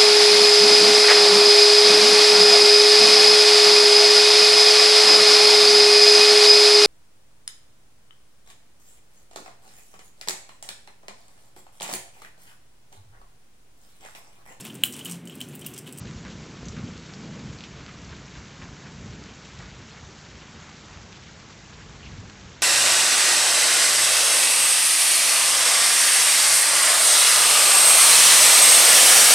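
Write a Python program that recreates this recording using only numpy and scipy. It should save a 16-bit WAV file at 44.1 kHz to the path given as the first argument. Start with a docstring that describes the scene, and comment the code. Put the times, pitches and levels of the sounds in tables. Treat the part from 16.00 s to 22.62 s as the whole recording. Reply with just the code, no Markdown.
"""Distant thunder thuds and rolls away over a garden in steady rain.
The roll is a crowd of low pressure waves from a long lightning channel: a deep rumble and a brighter
growl that come in surges, with a few stronger thuds. Close drops tick or land as fat splats, others
patter on leaves, and countless far ones merge into a wash. One microphone hears it all."""
import sys
import numpy as np
from scipy import signal
from scipy.fft import rfft, irfft
from scipy.io import wavfile
from scipy.ndimage import uniform_filter1d

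SR = 44100
rng = np.random.default_rng(int(sys.argv[2]) if len(sys.argv) > 2 else 0)


def master(y):
    """Save y as 16-bit WAV."""
    cut = np.clip(np.atleast_2d(y).T, -1, 1)
    pcm = np.round(cut * 32767)  # scale
    wavfile.write(sys.argv[1], SR, pcm.astype(np.int16))


N = 291942

# Tone curves of the thunder's two layers. Each row: frequency in Hz, relative level in dB.
RUMBLE_COLOUR = [(15, -30), (30, -15.5), (45, -5.5), (62, 2), (80, -1), (100, 0.5), (130, -8.5),
                 (220, -43.5)]
GROWL_COLOUR = [(70, -24.5), (105, -12.5), (135, 0.5), (160, -0.5), (225, -3.5), (262, -9.5), (300, -9.5),
                (355, -15), (440, -14.5), (600, -23), (1000, -36), (2500, -68.5)]
# Surges in the roll, each from one branch of the lightning channel.
# Each row: crest time in seconds, length in seconds, rumble and growl levels in dB before their trims.
BRANCH_SURGES = [(0.054, .08, -45.5, -41), (0.157, 0.059, -47, -45), (.31, .24, -47.5, -45.5),
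                 (0.673, 0.14, -44, -39), (0.821, 0.12, -51, -35), (0.927, .12, -48.5, -54),
                 (1.287, 0.29, -58, -39), (1.473, 0.11, -44, -43), (1.76, .15, -48.5, -50),
                 (2.07, 0.22, -47, -47.5), (2.379, 0.063, -43, -51), (2.635, 0.097, -46.5, -45),
                 (2.72, 0.041, -47.5, -44.5), (2.875, 0.17, -65, -46), (3.06, 0.26, -46, -42.5),
                 (3.61, 0.19, -46.5, -51), (3.8, 0.061, -52, -46.5), (4.035, 0.058, -44, -52),
                 (4.336, 0.065, -48, -67), (4.567, 0.097, -51.5, -49), (4.96, 0.14, -47, -64),
                 (5.23, 0.28, -56.5, -55.5), (5.85, 0.37, -49, -51.5), (6.086, 0.099, -44.5, -47),
                 (6.18, 0.14, -44.5, -44.5), (6.445, 0.11, -47.5, -51.5)]
# Thuds in the roll. Each row: centre time in seconds, level in dB, pitch in Hz.
THUNDER_THUDS = [(.017, -27, 134), (.103, -29, 167), (.164, -29.5, 90), (.704, -31, 90), (.779, -25, 170),
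                 (.813, -29, 141), (.842, -22, 152), (1.459, -28, 160), (1.503, -28, 131),
                 (2.118, -33, 101), (3.048, -30.5, 133), (3.103, -31.5, 111), (3.596, -32, 125),
                 (4.039, -35.5, 99), (6.198, -31.5, 100)]
# Drops close by. Each row: start in seconds, tick peak in dB, pitch in Hz, spray in dB against the tick.
CLOSE_DROPS = [(.055, -32, 3400, -9), (0.072, -32.5, 2360, -1.5), (0.1114, -30, 3300, -16),
               (0.251, -32, 1700, -12), (.6564, -29, 6200, -16), (0.685, -18.5, 6700, -15),
               (0.978, -29, 3970, -16), (1.1379, -27, 2280, -18), (1.5872, -34.5, 3640, -1.5),
               (1.6072, -31, 2890, -3.5), (1.6385, -28, 2830, -2), (1.864, -28, 2580, -18),
               (2.047, -35, 6650, -6.5), (2.353, -35, 3000, -20), (3.2385, -29, 4630, -10),
               (3.259, -33, 2020, -10), (3.59, -32.5, 5130, -5), (4.9735, -32, 1300, -10),
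               (5.1234, -34, 2650, -13), (5.1282, -30, 2730, -13), (6.2985, -30, 2300, -12)]
# Fat drops on wet ground. Each row: start in seconds, level in dB, pitch in Hz, width as a pitch factor.
GROUND_SPLATS = [(.252, -40.5, 1500, 1.55), (.305, -43.5, 1690, 2.5), (0.655, -44, 6300, 1.07),
                 (0.684, -39.5, 5860, 1.16), (.766, -41.5, 1650, 1.44), (1.136, -46, 5000, 1.17),
                 (1.334, -45.5, 1450, 2), (1.637, -42, 2800, 2), (1.797, -45.5, 1400, 1.9),
                 (1.881, -40.5, 1600, 1.7), (2.113, -46, 1500, 1.44), (2.354, -44.5, 1400, 1.6),
                 (2.617, -41, 1380, 1.8), (2.859, -45.5, 1190, 1.9), (3.289, -48.5, 2870, 1.12),
                 (3.595, -42.5, 850, 2.6), (3.968, -46, 1630, 1.5), (4.413, -44, 1580, 2.1),
                 (4.928, -45.5, 1600, 2.4), (5.129, -46, 2700, 1.4), (5.155, -45, 3400, 1.6),
                 (6.03, -47, 2800, 1.14), (6.061, -43.5, 2630, 1.19)]
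# Tone curve of the far rain. Each row: frequency in Hz, relative level in dB.
WASH_COLOUR = [(150, -10), (350, 3.5), (550, 0.5), (780, 0), (1000, 0.5), (1500, -0.5), (2300, -2),
               (3200, -4.5), (5000, -5.5), (6800, -5.5), (8000, -11.5)]


def thunder():
    """Far parts of the channel rumble, nearer parts growl; stretches that arrive together thud."""
    rumble_trim_db, growl_trim_db, thud_half_width_cycles = 0.45, -0.5, 0.68
    rumble, growl = surges()
    roll = gain_of(rumble_trim_db) * rumble * rolling(RUMBLE_COLOUR, per_s=700, blend_s=0.059)
    roll += gain_of(growl_trim_db) * growl * rolling(GROWL_COLOUR, per_s=900, blend_s=0.06)
    thuds, in_step = np.zeros(N), np.zeros(N)
    window = np.arange(-SR // 20, SR // 20) / SR
    for centre_s, db, hz in THUNDER_THUDS:
        t = window[window >= -centre_s]
        swell = np.exp(-(t * hz / thud_half_width_cycles) ** 2)
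        add(thuds, centre_s + t[0], -gain_of(db) * swell * np.sin(2 * np.pi * hz * t))
        add(in_step, centre_s + t[0], swell)
    # while the waves arrive in step, the roll ducks under one clean thud
    return roll * (1 - np.minimum(in_step, 1)) + thuds


def surges():
    """Envelopes of rumble and growl: each surge swells fast and ebbs, adding its power to a bed."""
    rise_share, sink_s = 0.36, 3.5
    t = np.arange(N) / SR
    rumble_power = np.full(N, gain_of(-55) ** 2)  # the deep bed holds
    growl_power = gain_of(-53 + 11.5 * np.exp(-t / sink_s)) ** 2  # the brighter bed sinks to a murmur
    for crest_s, length_s, rumble_db, growl_db in BRANCH_SURGES:
        slope_s = length_s * np.where(t < crest_s, rise_share, 1 - rise_share)
        swell = np.exp(-((t - crest_s) / slope_s) ** 2)
        rumble_power += gain_of(rumble_db) ** 2 * swell
        growl_power += gain_of(growl_db) ** 2 * swell
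    return np.sqrt(rumble_power), np.sqrt(growl_power)


def rolling(colour, per_s, blend_s):
    """Shock waves dulled by miles of air, overlapping into a roll of even strength."""
    waves = coloured(impacts(per_s, spread_db=0.5), colour)
    local_power = uniform_filter1d(waves ** 2, int(blend_s * SR))
    return waves / np.sqrt(local_power + 1e-6)


def drops():
    """A close drop: one sharp tick, a quick burst of spray, then a faint trail of droplets."""
    burst_s, trail_s, trail_gain = 0.00061, 0.023, 0.16
    out, t = np.zeros(N), np.arange(SR // 8) / SR
    for start_s, db, hz, spray_db in CLOSE_DROPS:
        tick = band(signal.unit_impulse(len(t)), hz, spread=2)
        spray = evened(band(rng.standard_normal(len(t)), hz, spread=1.35))
        spray *= np.exp(-t / burst_s) + trail_gain * np.exp(-t / trail_s)
        add(out, start_s, gain_of(db) * (tick / abs(tick).max() + gain_of(spray_db) * spray))
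    return out


def splats():
    """A fat drop slaps down and bursts into a grainy puff: dull on soil, narrow and bright in a puddle."""
    attack_s, slap_db = 0.0034, 7
    out, t = np.zeros(N), np.arange(SR // 5) / SR
    for start_s, db, hz, spread in GROUND_SPLATS:
        slap = band(signal.unit_impulse(len(t)), hz, spread)
        grains = rng.standard_normal(len(t)) * rng.exponential(1, len(t))
        spray = evened(band(grains, hz, spread))
        decay_s = 0.027 * (1500 / hz) ** 0.63  # finer, brighter spray dies sooner
        spray *= (1 - np.exp(-t / attack_s)) * np.exp(-t / decay_s)
        add(out, start_s, gain_of(db) * (spray + gain_of(slap_db) * slap / abs(slap).max()))
    return out


def patter():
    """Drops on leaves and tiles: each surface has its own pitch, and each hit trails a little spray."""
    level_db, flurry_db, spray_db, spray_decay_s = -54, 1.3, -1.5, 0.008
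    out, t = np.zeros(N), np.arange(SR // 20) / SR
    flurries = gain_of(flurry_db * drift(rate_hz=9.2))
    for hz in np.geomspace(1000, 6600, num=18):
        spray = rng.standard_normal(len(t)) * np.exp(-t / spray_decay_s)
        hit = signal.unit_impulse(len(t)) + gain_of(spray_db) * spray / np.linalg.norm(spray)
        taps = impacts(per_s=55, spread_db=3.3) * flurries
        out += evened(signal.oaconvolve(taps, band(hit, hz, spread=1.38))[:N])
    return gain_of(level_db) * evened(out)


def wash():
    """Far rain: drops too many to tell apart, a hiss that shifts in faint patches and slowly eases."""
    start_db, ease_db_per_s, patch_db = -47.5, 0.17, 0.94
    _, _, spectra = signal.stft(rng.standard_normal(N), SR, nperseg=512, noverlap=384)
    patches = uniform_filter1d(rng.standard_normal(spectra.shape), size=14, axis=0)  # blur in pitch
    patches = evened(uniform_filter1d(patches, size=14, axis=1))  # and in time
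    _, hiss = signal.istft(spectra * gain_of(patch_db * patches), SR, nperseg=512, noverlap=384)
    fade = gain_of(start_db - ease_db_per_s * np.arange(N) / SR)
    return fade * coloured(hiss[:N], WASH_COLOUR)


def impacts(per_s, spread_db):
    """Clicks at random moments: many small, a few large."""
    size = gain_of(spread_db * np.minimum(rng.exponential(1, N), 4))
    return size * rng.choice([-1, 1], N) * (rng.random(N) < per_s / SR)


def coloured(x, colour):
    """Shapes x with a tone curve drawn on a log-frequency axis; rms 1."""
    hz, db = np.transpose(colour)
    curve_db = np.interp(np.log(np.fft.rfftfreq(N, 1 / SR) + 1), np.log(hz), db)
    return evened(irfft(rfft(x) * gain_of(curve_db), N))


def band(x, hz, spread):
    """A resonance from hz / spread to hz * spread."""
    return signal.sosfilt(signal.butter(2, [hz / spread, hz * spread], "bandpass", fs=SR, output="sos"), x)


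def drift(rate_hz):
    """A slow random wobble; rms 1."""
    rolloff = np.exp(-(np.fft.rfftfreq(N, 1 / SR) / rate_hz) ** 2)
    return evened(irfft(rfft(rng.standard_normal(N)) * rolloff, N))


def gain_of(db):
    """Decibels to amplitude."""
    return 10 ** (np.asarray(db) / 20)


def evened(x):
    """Scales to rms 1."""
    return x / np.sqrt(np.mean(x ** 2) + 1e-20)


def add(mix, start_s, sound):
    """Lays a sound into the mix at start_s."""
    part = mix[max(round(start_s * SR), 0):][:len(sound)]
    part += sound[:len(part)]


def scene():
    """Thunder and rain reach a single microphone, alike in both channels."""
    return np.tile(thunder() + wash() + patter() + drops() + splats(), (2, 1))


def record(dry):
    """The microphone sheds the deepest bass; the recorder rounds off the treble, then cuts it steeply."""
    low_cut_hz, round_off_hz, high_cut_hz = 19, 7860, 8030
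    thinned = signal.sosfilt(signal.butter(2, low_cut_hz, "highpass", fs=SR, output="sos"), dry)
    rounded = signal.sosfilt(signal.butter(14, round_off_hz, fs=SR, output="sos"), thinned)
    brick_wall = signal.firwin(601, high_cut_hz, window=("kaiser", 8), fs=SR)
    return signal.oaconvolve(rounded, brick_wall[None], "same")


dry = scene()
out = record(dry)
master(out)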